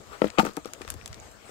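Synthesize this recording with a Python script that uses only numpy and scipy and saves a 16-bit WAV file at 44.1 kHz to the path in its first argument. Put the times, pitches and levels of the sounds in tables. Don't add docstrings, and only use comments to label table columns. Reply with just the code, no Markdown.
import sys
import numpy as np
from scipy import signal
from scipy.fft import rfft, irfft, next_fast_len
from scipy.io import wavfile
from scipy.ndimage import uniform_filter1d, map_coordinates

SR = 44100
rng = np.random.default_rng(int(sys.argv[2]) if len(sys.argv) > 2 else 0)


def log_audio(samples):
    frames = np.atleast_2d(samples).T
    limited = np.clip(frames, -1, 1)
    pcm = np.round(limited * 32767).astype(np.int16)
    wavfile.write(sys.argv[1], SR, pcm)


def elevation(decibels):
    levels = np.asarray(decibels, float)
    return 10 ** (levels / 20)


N = 66150

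# (frequency [Hz], relative density [dB])
RIVER_SPECTRUM = [(71, -24), (120, -12.5), (388, -8), (497, -8.5), (663, -5.5), (735, -9.5), (4600, -20),
                  (7860, -22.5), (10000, -26.5), (15700, -20), (16200, -50)]
# (time [s], level [dB])
RIVER_LEVEL = [(0, -54.5), (.5, -53), (1.15, -57.5), (1.25, -53), (1.5, -54)]
# (frequency [Hz], correlation [-1..1])
RIVER_CORRELATION = [(60, 0.45), (180, 1), (550, 0.8), (1650, -0.16), (4970, 0.096), (15000, 0.7)]
# (frequency [Hz], left-right [dB])
RIVER_PAN = [(100, 20), (1000, 10.5), (5000, 8.5), (15000, -5)]
# (time [s], rumble level [dB], left-right [dB])
AIR_LEVEL = [(0.0, -96, 9), (0.096, -49, -2), (0.166, -69, 7), (0.254, -47, 16), (0.346, -58, 13),
             (0.41, -57.5, 0), (0.504, -56.5, 10), (0.764, -58, 11), (.852, -50.5, 17), (.912, -35, 30),
             (.94, -47.5, 24), (.964, -34.5, 19.5), (1.008, -57, -8), (1.036, -45, -28), (1.076, -57, 20),
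             (1.116, -40.5, -5), (1.14, -52.5, -7), (1.176, -48, -6), (1.21, -48, -5), (1.234, -55, -3),
             (1.29, -49.5, 9), (1.5, -73, 3)]
# (frequency [Hz], relative density [dB])
AIR_SPECTRUM = [(12, -50), (20, -58), (49, -3.5), (70, -2), (100, -5.5), (156, -17.5), (220, -17.5),
                (290, -61), (480, -120)]
# (frequency [Hz], t60 [s])
BANK_DECAY = [(200, 0.082), (2000, 0.089), (10000, 0.071)]
# (time [s], level [dB])
CRUNCH_LEVEL = [(0, -52.5), (.21, -50.5), (.245, -36.5), (.31, -54), (.375, -63), (.392, -19),
                (.412, -31.5), (.44, -41), (.468, -32), (.52, -51), (.65, -63.5), (.67, -39), (.72, -76),
                (.81, -48.5), (.87, -55), (.905, -42), (.96, -54.5), (1.15, -48.5), (1.3, -61.5),
                (1.5, -53.5)]
# (frequency [Hz], relative density [dB])
GRIT_SPECTRUM = [(300, 11), (800, 4), (1300, 8.5), (2500, -2), (5000, -3.5), (10000, -17), (15700, -7),
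                 (16200, -51)]
# (time [s], level [dB], centre [Hz], width [octaves, at least 0.2], t60 [s], left-right [dB])
PEBBLE_TICKS = [(0.2187, -38, 7000, 2.4, 0.011, 8), (0.2444, -35.5, 10600, 0.76, 0.014, 3),
                (0.2562, -30, 3600, 1.1, 0.0082, 17), (0.2778, -35.5, 11500, 1.7, 0.017, 10),
                (0.27, -30, 3200, 0.39, 0.027, 23), (0.2834, -28.5, 2900, 0.58, 0.016, 24),
                (0.3019, -23.5, 3950, 0.63, 0.011, 18), (0.394, -37, 5670, 1.7, 0.026, -1),
                (0.4028, -17, 7700, 2.7, 0.005, 18), (0.4046, -29, 9000, 1.5, 0.017, 10),
                (0.4160, -33, 7750, 0.17, 0.021, 12), (0.4288, -40, 10000, 1, 0.0068, 8),
                (0.4506, -24, 7000, 4.9, 0.015, 9.5), (0.462, -29.5, 8000, 3, 0.01, 0.5),
                (0.5348, -38, 7610, 0.72, 0.0063, 12), (0.568, -20.5, 3830, 3, 0.011, 13.5),
                (0.6466, -30, 4240, 0.44, 0.016, 33), (0.6572, -26, 2920, 3.1, 0.0087, 11),
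                (0.7352, -19, 6340, 1.3, 0.0068, 10), (0.749, -35, 3050, 0.21, 0.016, 29),
                (0.8171, -24.5, 2260, 1.4, 0.015, 23), (0.848, -36, 3330, 0.65, 0.02, 18),
                (0.8779, -24, 2750, 1.3, 0.0083, 30), (0.8866, -36, 3420, 1.7, 0.019, 2.5),
                (0.9022, -12, 11200, 1.3, 0.0094, 16), (0.92, -35, 2980, 1.8, 0.012, 11),
                (0.94, -27.5, 8000, 2, 0.013, 16.5), (1.0128, -30, 2840, 0.24, 0.01, 19),
                (1.0587, -24.5, 4400, 1.1, 0.014, 8), (1.0771, -28, 5960, 1.6, 0.013, 13),
                (1.1287, -28.5, 3930, 0.71, 0.014, 20.5), (1.1434, -27.5, 4700, 0.71, 0.01, 14),
                (1.1997, -45, 7000, 0.2, 0.016, -21), (1.314, -47.5, 7400, 1, 0.046, 7.5)]
# (time [s], relative level [dB], favoured by the spot struck [Hz], t60 [s])
SLAB_BLOWS = [(0.5715, -17, 334, 0.033), (0.578, -17.5, 312, 0.034), (0.6553, -20, 437, 0.034),
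              (.6650, -33, 447, 0.031), (.6880, -47, 1260, 0.017), (0.8089, -26.5, 350, 0.055),
              (.8490, -31, 460, 0.028), (0.942, -34, 300, 0.05), (1.4920, -38.5, 440, .048)]
# (frequency [Hz], relative level [dB])
SLAB_MODES = [(205, -2.5), (297, -2), (362, 0.5), (445, 1), (757, 6), (1260, 21.5)]
# (time [s], level [dB])
SCRAPE_LEVEL = [(0, -79), (.07, -52.5), (.16, -43), (.21, -54), (.26, -49), (1.5, -72.5)]
# (frequency [Hz], relative density [dB])
SCRAPE_SPECTRUM = [(200, -34), (450, -4), (800, -15.5), (1250, -3), (1700, -17), (4000, -24.5), (9000, -35)]
# (time [s], relative level [dB], contact [ms], favoured by the spot struck [Hz])
BLADE_BLOWS = [(.2181, -17.5, 0.13, 4000), (.2422, -24.5, 0.16, 2600), (.3750, -21.5, 0.27, 1250),
               (.3790, -10, 0.36, 1260), (.3846, 0, 0.14, 1500), (.3880, -4.5, 0.13, 1300),
               (.3915, -2, 0.31, 770), (.3950, 1, 0.28, 1300), (.3965, -2, 0.16, 1300),
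               (.4005, -1.5, 0.42, 880), (.4497, -7, 0.48, 1710), (.4660, -10, 0.32, 1300),
               (.4880, -27, 0.16, 1200), (.5716, -10.5, 0.47, 1320), (.6550, -29.5, 0.22, 1300),
               (.8180, -24.5, 0.2, 1540), (.8775, -28, 0.077, 1260)]
# (frequency [Hz], relative level [dB], t60 [s])
BLADE_MODES = [(476, -39, 0.023), (783, -9, 0.035), (891, -9, 0.046), (1223.6, -14.5, 0.046),
               (1300, -6, 0.021), (1480, -22.5, 0.048), (1780, -17.5, 0.041), (2270, -5.5, 0.012),
               (2540, 2, 0.013), (2840, -1.5, 0.014), (3060, 3.5, 0.01), (3755, 4, 0.0063),
               (4550, -4, 0.011), (6100, -28, 0.011)]
# (time [s], relative level [dB], contact [ms], favoured by the spot struck [Hz])
HANDLE_BLOWS = [(.2183, 0, 0.31, 535), (.2422, -4.5, 0.32, 420), (.2520, -20, 0.82, 346),
                (.2618, -16, 0.59, 300), (.3850, -3, 0.25, 450), (.3900, -5.5, 1.3, 212),
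                (.4240, -15, 2.9, 212), (.4315, -9, 0.86, 287), (.4395, -20.5, 1.1, 259),
                (.4530, -11.5, 0.98, 420), (.4670, -16, 0.81, 328), (.4780, -21, 1.1, 360),
                (.4930, -22.5, 1.1, 424), (.5070, -31.5, 1.8, 402)]
# (frequency [Hz], relative level [dB], t60 [s])
HANDLE_MODES = [(212, -4, 0.06), (315.7, -9.5, 0.071), (360, -9.5, 0.026), (420, -7.5, 0.033),
                (501, 1, 0.018), (595, -12, 0.017), (795, -12, 0.018), (852, -15, 0.034), (1316, -1, 0.03),
                (1870, 8, 0.01)]
# (frequency [Hz], gain [dB])
RIGHT_PORT_GAIN = [(100, 3.5), (400, 2), (1500, -1), (4000, -2), (7400, 9.5), (8600, 8), (9400, -11),
                   (16000, -20)]

TOOL_PAN_DB, GRAVEL_PAN_DB, SLAB_PAN_DB, BANK_PAN_DB = 14.5, 9.5, 12, 3.7
BANK_DB, BANK_DELAY_SAMPLES = -16, 150
GRAINS_PER_S, GRAIN_SPREAD_DB = 3000, 1.8
BED_HZ, BED_OCTAVES, BED_DB = 1450, 0.57, -1
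MODE_SCATTER_DB = 1.2
SLAB_SPOT_DB_PER_OCTAVE, SLAB_SWELL_S = 16, 0.0013
TOOL_SPOT_DB_PER_OCTAVE, TOOL_SWELL_S = 8.5, 0.00064
WOOD_CRACK_DB, BLADE_CRACK_DB, CRACK_T60_S = -12, -6, 0.005
RADIATES_ABOVE_HZ = 170
RIGHT_LAG_MS, TREBLE_FALLS_HZ, PEAK_LIMIT = 0.269, 13240, 0.97


def unit(x):
    return x / np.sqrt(np.mean(x ** 2) + 1e-20)


def along(points, hz):
    f, v = np.transpose(points)
    return np.interp(np.log(hz + 1), np.log(f + 1), v)


def curves(rows):
    s, *cols = np.transpose(rows)
    return [np.interp(np.arange(N) / SR, s, c) for c in cols]


def wobble(knots_per_s):
    knots = rng.standard_normal(int(N * knots_per_s / SR) + 4)
    return map_coordinates(knots, [np.arange(N) * knots_per_s / SR])


def filtered(x, response):
    m = next_fast_len(x.shape[-1] + 8192)
    spectrum = rfft(x, m) * response(np.fft.rfftfreq(m, 1 / SR))
    return irfft(spectrum, m)[..., :x.shape[-1]]


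def lean(pan_db):
    return elevation(np.array([np.minimum(pan_db, 0), np.minimum(-pan_db, 0)]))


def river():
    z = signal.stft(rng.standard_normal((2, N)), nperseg=512)[2]
    patches = uniform_filter1d(rng.standard_normal(z.shape[1:]), size=6, axis=0)
    patches = uniform_filter1d(patches, size=10, axis=1)
    pair = signal.istft(z * elevation(3.1 * unit(patches)), nperseg=512)[1][:, :N]

    def mid_side(hz):
        angle = np.arccos(np.clip(along(RIVER_CORRELATION, hz), -1, 1)) / 2
        return elevation(along(RIVER_SPECTRUM, hz)) * [np.cos(angle), np.sin(angle)]

    mid, side = filtered(pair, mid_side)
    both = unit(np.array([mid + side, mid - side]))
    both = filtered(both, lambda hz: elevation(along(RIVER_PAN, hz) * [[.5], [-.5]]))
    return elevation(curves(RIVER_LEVEL)[0] + 1.9 * wobble(9.65)) * both


def air():
    level_db, pan_db = curves(AIR_LEVEL)
    lumps = elevation(1.2 * np.array([wobble(12.9), wobble(16.0)]))
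    noise = filtered(rng.standard_normal((2, N)), lambda hz: elevation(along(AIR_SPECTRUM, hz)))
    return elevation(level_db) * lean(pan_db) * unit(lumps * noise)


def bank(x):
    hz, t, z = signal.stft(rng.standard_normal((2, SR // 4)), SR, nperseg=256)
    tail = signal.istft(z * elevation(-60 * t / along(BANK_DECAY, hz)[:, None]), SR, nperseg=256)[1]
    tail = tail / np.linalg.norm(tail[0])
    delayed = np.pad(x, (BANK_DELAY_SAMPLES, 0))
    return signal.fftconvolve(delayed[None], tail, axes=1)[:, :N]


def crunch():
    level_db, = curves(CRUNCH_LEVEL)
    present = rng.random(N) < GRAINS_PER_S / SR
    size = elevation(GRAIN_SPREAD_DB * rng.exponential(size=N)) * present
    grains = uniform_filter1d(size, size=24) * rng.standard_normal((2, N))
    grit = unit(filtered(grains, lambda hz: elevation(along(GRIT_SPECTRUM, hz))))
    return elevation(level_db) * grit * lean(GRAVEL_PAN_DB)[:, None]


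def pebbles():
    out, t = np.zeros((2, N + SR)), np.arange(2048) / SR

    def bump(hz, centre_hz, octaves):
        return np.exp(-(np.log2((hz + 1) / centre_hz) / octaves) ** 2 / 2)

    for s, db, centre_hz, octaves, t60, pan_db in PEBBLE_TICKS:
        def band(hz):
            return bump(hz, centre_hz, max(octaves, .2)) + elevation(BED_DB) * bump(hz, BED_HZ, BED_OCTAVES)

        a, b = rng.standard_normal((2, len(t)))
        noise = unit(filtered(np.array([a, 0.45 * a + 1.59 * b]), band))
        burst = noise * elevation(-60 * t / max(t60, .002)) * (1 - np.exp(-t / 0.00015))
        out[:, round(s * SR):][:, :len(t)] += elevation(db) * burst * lean(pan_db)[:, None]
    return out[:, :N]


def slab():
    out, t = np.zeros(N + SR), np.arange(SR // 8) / SR
    hz, db = np.transpose(SLAB_MODES)[:, :, None]
    for s, peak_db, spot_hz, t60 in SLAB_BLOWS:
        level_db = db + MODE_SCATTER_DB * rng.standard_normal(db.shape)
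        level_db = level_db - SLAB_SPOT_DB_PER_OCTAVE * abs(np.log2(hz / spot_hz))
        fade_db = 60 * t * np.sqrt(np.maximum(hz / spot_hz, 1)) / t60
        note = (elevation(level_db - fade_db) * np.sin(2 * np.pi * hz * t)).sum(0)
        out[round(s * SR):][:len(t)] += elevation(peak_db) * note * (1 - np.exp(-t / SLAB_SWELL_S))
    return out[:N] * lean(SLAB_PAN_DB)[:, None]


def scrape():
    rub = unit(filtered(rng.standard_normal(N), lambda hz: elevation(along(SCRAPE_SPECTRUM, hz))))
    return elevation(curves(SCRAPE_LEVEL)[0] + 4 * wobble(40)) * rub


def struck(blows, modes, crack_db):
    out, t = np.zeros(N + SR), np.arange(SR // 8) / SR
    hz, db, t60 = np.transpose(modes)[:, :, None]
    for s, peak_db, contact_ms, spot_hz in blows:
        level_db = db + MODE_SCATTER_DB * rng.standard_normal(hz.shape)
        level_db = level_db - TOOL_SPOT_DB_PER_OCTAVE * abs(np.log2(hz / spot_hz))
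        ring = (elevation(level_db - 60 * t / t60) * np.sin(2 * np.pi * hz * t)).sum(0)
        ring = ring * (1 - np.exp(-t / TOOL_SWELL_S))
        crack = elevation(crack_db - 60 * t / CRACK_T60_S) * rng.standard_normal(len(t))
        push = np.sin(np.pi * np.clip(1000 * t[:128] / max(contact_ms, .05), 0, 1))
        blow = np.convolve(ring + crack, push / push.sum())[:len(t)]
        out[round(s * SR):][:len(t)] += elevation(peak_db) * blow
    return out[:N]


def blade():
    return struck(BLADE_BLOWS, BLADE_MODES, BLADE_CRACK_DB)


def handle():
    return struck(HANDLE_BLOWS, HANDLE_MODES, WOOD_CRACK_DB)


def scene():
    tools = handle() + blade() + scrape()
    near = tools * lean(TOOL_PAN_DB)[:, None] + pebbles() + slab()
    highpass = signal.butter(4, RADIATES_ABOVE_HZ, "high", fs=SR, output="sos")
    near = signal.sosfilt(highpass, near)
    answer = elevation(BANK_DB) * bank(near[0]) * lean(BANK_PAN_DB)[:, None]
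    return near + answer + crunch() + river() + air()


def low_pass(x):
    return signal.sosfilt(signal.butter(12, 16830, fs=SR, output="sos"), x)


def record(dry):
    def right_port(hz):
        return elevation(along(RIGHT_PORT_GAIN, hz)) * np.exp(-2j * np.pi * hz * RIGHT_LAG_MS / 1000)

    both = np.array([dry[0], filtered(dry[1], right_port)])
    both = filtered(both, lambda hz: 1 / np.sqrt(1 + (hz / TREBLE_FALLS_HZ) ** 12))
    mix = both / (1 + abs(both / PEAK_LIMIT) ** 6) ** (1 / 6)
    return low_pass(mix)


dry = scene()
out = record(dry)
log_audio(out)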